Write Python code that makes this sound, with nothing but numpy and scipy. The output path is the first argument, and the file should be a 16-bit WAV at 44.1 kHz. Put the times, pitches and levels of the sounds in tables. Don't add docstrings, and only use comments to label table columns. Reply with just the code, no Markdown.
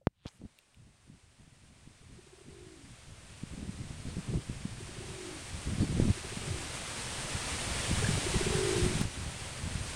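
import sys
import numpy as np
from scipy import signal
from scipy.fft import rfft, irfft
from scipy.io import wavfile
from scipy.ndimage import uniform_filter1d

SR = 44100
rng = np.random.default_rng(int(sys.argv[2]) if len(sys.argv) > 2 else 0)


def transcribe(signal):
    frames = np.atleast_2d(signal).T
    limited = np.clip(frames, -1, 1)
    pcm = np.round(limited * 32767).astype(np.int16)
    wavfile.write(sys.argv[1], SR, pcm)


N = 438794
TIME = np.arange(N) / SR
LEAD_S = 0.03

# time_s, level_db
BASE_RISE = [(0.8, -70.5), (4.18, -52.5), (4.68, -52.5), (5.14, -49), (6.24, -45.5), (7.91, -37.5),
             (8.85, -38), (8.9, -40.5), (9.01, -39.5)]
# time_s, level_db
BASE_DROP = [(9.05, -46), (9.804, -45), (9.95, -43.5)]
# frequency_hz, relative_db
WATER_COLOUR = [(100, 5), (400, 1), (620, 1.5), (800, 0), (1400, -1), (2400, 0), (4000, -3), (5600, -5),
                (7300, -5.5), (8800, -1.3), (9600, -6), (10800, -16), (12500, -29.5), (16000, -33)]
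# frequency_hz, relative_db
BREEZE_COLOUR = [(15, -6), (30, -12.5), (50, -1.5), (80, 0.5), (130, -1.5), (200, -10), (300, -20),
                 (500, -34), (1000, -40.5)]
# frequency_hz, relative_db
SWIRL_COLOUR = [(40, -20), (75, -9), (130, 2.5), (210, 1), (320, -5.5), (480, -14.5), (750, -28),
                (1500, -47)]
# time_s, above_base_db
BREEZE = [(0.15, -7), (0.38, -1), (0.62, -18), (0.9, -4), (1.7, -2.5), (2.35, -5), (3.2, -0.5), (4.8, 3),
          (5.3, -7.5), (6.4, -4), (6.8, -11), (7.8, -6.5), (8.5, -6.5), (9.9, -4.5)]
# start_s, hold_s, above_base_db
GUSTS = [(0.424, 0.032, 22.5), (0.772, 0.13, 8.5), (1.078, 0.095, 11), (1.23, 0.11, 2), (1.396, 0.13, 5.5),
         (1.575, 0.35, 4), (2.018, 0.2, 6.5), (2.46, 0.07, 4), (2.602, .16, 2.5), (2.846, .1, 3),
         (3.02, 0.12, 0.5), (3.534, 0.22, 9.5), (3.793, .025, 12), (3.88, 0.092, 3.5), (4.057, 0.17, 8.5),
         (4.288, 0.053, 11.5), (4.342, 0.035, 14.5), (4.494, 0.12, 0), (5.018, 0.099, 2.5),
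         (5.513, .089, 0.5), (5.666, 0.079, 8), (5.798, 0.043, 16), (5.892, 0.21, 12.5),
         (6.475, 0.077, 2.5), (7.913, 0.29, -0.5), (8.304, 0.3, 2), (8.787, 0.29, 3), (9.17, 0.13, 2),
         (9.454, 0.11, -2), (9.595, 0.28, 2)]
# start_s, pitch_hz, peak_db, spread (a share of the pitch)
PLINKS = [(0.012, 555, -56.5, .11), (0.252, 400, -45, 0.35), (0.256, 700, -46, 0.25),
          (0.413, 560, -54, 0.37), (4.335, 680, -43.5, 0.32)]
# start_s, peak_db, body_hz, edge_hz
KNOCKS = [(0.0706, -11, 100, 994), (0.2585, -28, 74, 520)]
# time_s, peak_db, pitch_hz, decay_s
THUDS = [(0.416, -37, 240, 0.0017), (0.437, -39, 190, 0.0026), (0.452, -43, 172, 0.0026),
         (0.8, -50, 137, 0.0059), (1.099, -42, 193, 0.0037), (1.477, -42, 144, 0.0032),
         (1.874, -38, 173, 0.002), (2.483, -37, 218, 0.0017), (2.612, -50, 190, .005),
         (2.905, -52, 120, 0.004), (3.125, -48, 120, .005), (3.435, -26.5, 175, 0.0026),
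         (3.578, -37, 218, 0.0041), (3.63, -29.5, 193, 0.0025), (3.693, -28, 159, 0.0048),
         (3.801, -32.5, 129, 0.011), (3.905, -33, 95, 0.0066), (4.168, -20.5, 136, 0.0016),
         (4.184, -29, 161, 0.0061), (4.322, -28.5, 199, .005), (4.355, -23, 85, 0.0084),
         (4.372, -23.5, 170, 0.003), (4.497, -22, 153, 0.0019), (4.512, -34, 150, 0.0056),
         (4.653, -23.5, 181, 0.0034), (5.543, -37, 84, 0.013), (5.733, -30.5, 190, .005),
         (5.753, -28.3, 130, 0.005), (5.783, -23, 150, 0.0032), (5.801, -19.5, 94.5, 0.012),
         (5.82, -19.5, 193, 0.007), (5.83, -19.5, 260, 0.0026), (5.897, -25, 130, .005),
         (5.925, -24, 190, 0.0035), (5.948, -25, 150, 0.005), (5.972, -21.5, 190, 0.0025),
         (5.999, -9, 221, 0.0014), (6.022, -24.5, 170, .004), (6.053, -21.5, 221, 0.0023),
         (6.076, -23, 150, 0.0034), (6.101, -16, 96, 0.007), (6.371, -27.5, 178, 0.0033),
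         (7.066, -34, 120, 0.005), (7.35, -26.5, 95, 0.0068), (7.912, -18.5, 194, 0.0028),
         (7.929, -27, 114, 0.0072), (8.089, -18, 164, 0.0034), (8.552, -21, 141, 0.0073),
         (8.782, -27, 150, 0.0066), (8.863, -21, 200, 0.0042), (8.954, -23, 153, 0.0052),
         (8.998, -25, 170, 0.0036), (9.013, -16, 160, 0.0025), (9.052, -22.5, 107, 0.0032),
         (9.227, -31.3, 75, 0.0076), (9.42, -32.5, 100.6, 0.005), (9.639, -27, 107, 0.0033),
         (9.675, -28, 162, 0.0029), (9.755, -23.5, 120, 0.0051)]
# start_s, tick_db, crack_db
TICKS = [(0.588, -46, -46), (0.745, -52, -59), (9.013, -41, -32)]
# time_s, pitch_hz, peak_db
SKID = [(0.136, 3400, -82), (0.24, 3160, -63), (0.259, 3100, -49), (0.268, 3250, -45), (0.285, 5070, -47),
        (0.293, 7160, -60), (0.32, 8200, -61), (0.375, 8470, -62)]
# start_s, peak_db, pitch_hz
HARD_SLIPS = [(0.267, -40, 3500), (0.2724, -50, 4000), (0.2772, -47, 4500), (0.2821, -43, 5200),
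              (0.2865, -52, 6250)]
# start_s, top_pitch_hz, peak_db
PEEPS = [(4.065, 4350, -59), (5.795, 4660, -50), (5.828, 5400, -59)]
# middle_s, pitch_hz, peak_db
CLUCKS = [(8.048, 1650, -28), (8.070, 1710, -31)]
# middle_s, pitch_hz, peak_db
COO_NOTES = [(2.03, 420, -61), (2.099, 378, -60), (2.193, 369, -47.5), (2.272, 372, -50), (2.336, 376, -48),
             (2.388, 383, -51), (2.416, 380, -48), (4.81, 370, -41.5), (4.894, 354, -41), (4.97, 375, -43),
             (5.009, 368, -39), (5.043, 379, -42), (5.092, 378, -41), (6.178, 365, -40), (6.25, 382, -41),
             (6.325, 390, -39), (6.42, 420, -43), (8.028, 430, -31.5), (8.104, 404, -33), (8.18, 397, -34),
             (8.27, 364, -27), (8.347, 370, -26.5), (8.414, 379, -25), (8.47, 390, -25.5),
             (8.506, 388, -28)]
# start_s, length_s, pitch_hz, sag (a share of the pitch), first_notes_per_s, last_notes_per_s, level_db
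COO_ROLLS = [(2.468, 0.41, 383, 0.3, 49, 55, -47.5), (5.118, 0.3, 372, 0.23, 43, 52.5, -39.5),
             (6.438, 0.26, 382, 0.29, 46, 53, -40), (8.529, 0.42, 397, .16, 47, 60.5, -24.8)]


def from_db(db):
    return 10 ** (np.asarray(db) / 20)


def rms_one(x):
    return x / np.sqrt(np.mean(x ** 2) + 1e-20)


def follow(rows, at=TIME):
    times, *columns = np.transpose(rows)
    return [np.interp(at, times, column) for column in columns]


def filtered(x, hz, kind, order=2):
    return signal.sosfilt(signal.butter(order, np.clip(hz, 10, .45 * SR), kind, fs=SR, output="sos"), x)


def noise(colour):
    hz, db = np.transpose(colour)
    all_hz = np.maximum(np.arange(N // 2 + 1) * SR / N, 1)
    gain = from_db(np.interp(np.log(all_hz), np.log(hz), db))
    return rms_one(irfft(rfft(rng.standard_normal(N)) * gain, N))


def drift(per_s):
    points = np.clip(rng.standard_normal(4096), -2, 2)
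    return rms_one(np.interp(TIME * per_s, np.arange(len(points)), points))


def add(track, s, sound):
    start = int(np.clip(s * SR, 0, N - 1))
    track[start:start + len(sound)] += sound[:N - start]


def water(base_db, boost_db=2.0, flutter_db=0.46, hush_db=-18.5, opens_s=0.21, opening_s=0.05):
    hushed = 1 - np.clip((TIME - opens_s) / opening_s, 0, 1)
    level_db = base_db + boost_db + hush_db * hushed + flutter_db * drift(40)
    return from_db(level_db) * noise(WATER_COLOUR)


def wind_strength(rise_s=0.021, fall_s=0.02):
    power = from_db(follow(BREEZE)[0]) ** 2
    for s, hold_s, db in GUSTS:
        fade = np.maximum(s - TIME, 0) / rise_s + np.maximum(TIME - s - hold_s, 0) / fall_s
        power += (from_db(db) * np.exp(-np.minimum(fade, 20))) ** 2
    return 10 * np.log10(power)


def wind(base_db, boost_db=2.0, swirl_db=4.0, full_gust_db=23.5, lumpy_db=2.5, puff_db=3.5):
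    strength_db = wind_strength()
    gust = np.clip(strength_db / full_gust_db, 0, 1)
    air = noise(BREEZE_COLOUR) + from_db(swirl_db) * gust * noise(SWIRL_COLOUR)
    air *= from_db(lumpy_db * drift(70))
    air /= np.sqrt(uniform_filter1d(air ** 2, size=SR // 14))
    level_db = base_db + strength_db + boost_db + puff_db * np.minimum(drift(35), 1)
    return filtered(from_db(level_db) * air, 1400, "low", order=4)


def snap(hz, spread, decay_s):
    t = TIME[:SR // 50]
    burst = rng.standard_normal(len(t)) * np.exp(-t / decay_s)
    burst = filtered(burst, [hz / (1 + spread), hz * (1 + spread)], "band")
    return burst / np.abs(burst).max()


def plinks():
    out = np.zeros(N)
    for s, hz, db, spread in PLINKS:
        add(out, s, from_db(db) * snap(hz, spread, decay_s=0.013))
    return out


def knock(body_hz, edge_hz):
    click = signal.unit_impulse(SR // 20)
    push = filtered(click, body_hz, "low", order=1)
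    push = filtered(push, edge_hz, "low", order=1)
    pulse = filtered(push, body_hz, "high")
    return pulse / np.abs(pulse).max()


def thud(hz, decay_s, rise_share=0.28, edge_hz=750.0):
    t = TIME[:SR // 10] - LEAD_S
    loudness = np.exp(-np.logaddexp(-t / (rise_share * decay_s), t / decay_s))
    swing = loudness / loudness.max() * np.sin(2 * np.pi * hz * t)
    return filtered(swing, edge_hz, "low", order=4)


def handling(slips_per_s=180.0, rasp_db=-2.5):
    out = np.zeros(N)
    for s, db, body_hz, edge_hz in KNOCKS:
        add(out, s, from_db(db) * knock(body_hz, edge_hz))
    for s, db, hz, decay_s in THUDS:
        add(out, s - LEAD_S, from_db(db) * thud(hz, decay_s))
    for s, db, hz in HARD_SLIPS:
        add(out, s, from_db(db) * snap(hz, spread=0.3, decay_s=0.00045))
    for s, tick_db, crack_db in TICKS:
        add(out, s, from_db(tick_db) * snap(hz=2900.0, spread=0.2, decay_s=0.0013))
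        add(out, s, from_db(crack_db) * snap(hz=11000.0, spread=0.45, decay_s=0.00047))
    for s in np.arange(SKID[0][0], SKID[-1][0], 1 / slips_per_s):
        hz, db = follow(SKID, s)
        add(out, s + rng.normal(0, 0.00038), from_db(db) * snap(hz, spread=0.22, decay_s=0.0031))
        add(out, s, from_db(db + rasp_db) * snap(hz=1260.0, spread=1.0, decay_s=0.0023))
    return out


def note(hz, width_s, shift_rad=0.0, overtone_db=-30.0):
    t = np.arange(-LEAD_S, LEAD_S, 1 / SR)
    phase = 2 * np.pi * hz * t + shift_rad
    loudness = np.exp(-0.5 * (t / width_s) ** 2)
    return loudness * (np.cos(phase) + from_db(overtone_db) * np.cos(2 * phase))


def moorhens(peep_s=0.06, arch=0.5, top_at=0.62, quaver=0.04):
    out = np.zeros(N)
    progress = np.linspace(0, 1, int(peep_s * SR))
    for s, top_hz, db in PEEPS:
        hoarseness = quaver * drift(358)[:len(progress)]
        hz = top_hz * (1 - arch * (progress - top_at) ** 2 + hoarseness)
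        whistle = np.sin(2 * np.pi * np.cumsum(hz) / SR)
        add(out, s, from_db(db) * signal.windows.tukey(len(hz), 0.3) * whistle)
    for s, hz, db in CLUCKS:
        add(out, s - LEAD_S, from_db(db) * note(hz, width_s=0.0019))
    return out


def roll(length_s, pitch_hz, sag, first_per_s, last_per_s):
    quicken_at, quicken_span = 0.43, 0.173
    soft_db, rise_s, fade_db = -5, 0.093, -10
    uneven_db, waver, stumble_rad = 0.7, 0.027, 0.5
    t = TIME[:int(length_s * SR)]
    quickened = 0.5 + 0.5 * np.tanh((t / length_s - quicken_at) / quicken_span)
    notes_per_s = first_per_s + (last_per_s - first_per_s) * quickened
    notes_so_far = np.cumsum(notes_per_s) / SR
    starts_s = np.interp(np.arange(notes_so_far[-1]), notes_so_far, t)
    out = np.zeros(SR)
    for s, (strength, detune, stumble) in zip(starts_s, rng.standard_normal(size=(40, 3))):
        spent = s / length_s
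        db = soft_db * max(1 - s / rise_s, 0) + fade_db * spent ** 4 + uneven_db * strength
        hz = pitch_hz * (1 - sag * spent ** 1.74 + waver * detune)
        width_s = 0.22 / np.interp(s, t, notes_per_s)
        add(out, s, from_db(db) * note(hz, width_s, stumble_rad * stumble))
    return out


def pigeon(echo_db=-12.0, echo_decay_s=0.12):
    coos = np.zeros(N)
    for s, hz, db in COO_NOTES:
        add(coos, s - LEAD_S, from_db(db) * note(hz, width_s=0.0042))
    for s, length_s, hz, sag, first_per_s, last_per_s, db in COO_ROLLS:
        add(coos, s - LEAD_S, from_db(db) * roll(length_s, hz, sag, first_per_s, last_per_s))
    bounces = rng.standard_normal(SR // 2) * np.exp(-TIME[:SR // 2] / echo_decay_s)
    echo = signal.fftconvolve(coos, bounces / np.linalg.norm(bounces))[:N]
    return coos + from_db(echo_db) * echo


def scene(microphone_hiss_db=-93.5):
    base_db, = follow([*BASE_RISE, *BASE_DROP])
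    sound = water(base_db) + wind(base_db) + plinks() + handling() + moorhens() + pigeon()
    sound += from_db(microphone_hiss_db) * rng.standard_normal(N)
    return np.array([sound, sound])


def record(dry):
    cutoff_hz = 15800
    return signal.sosfilt(signal.ellip(10, 0.1, 70, cutoff_hz, fs=SR, output="sos"), dry)


dry = scene()
out = record(dry)
transcribe(out)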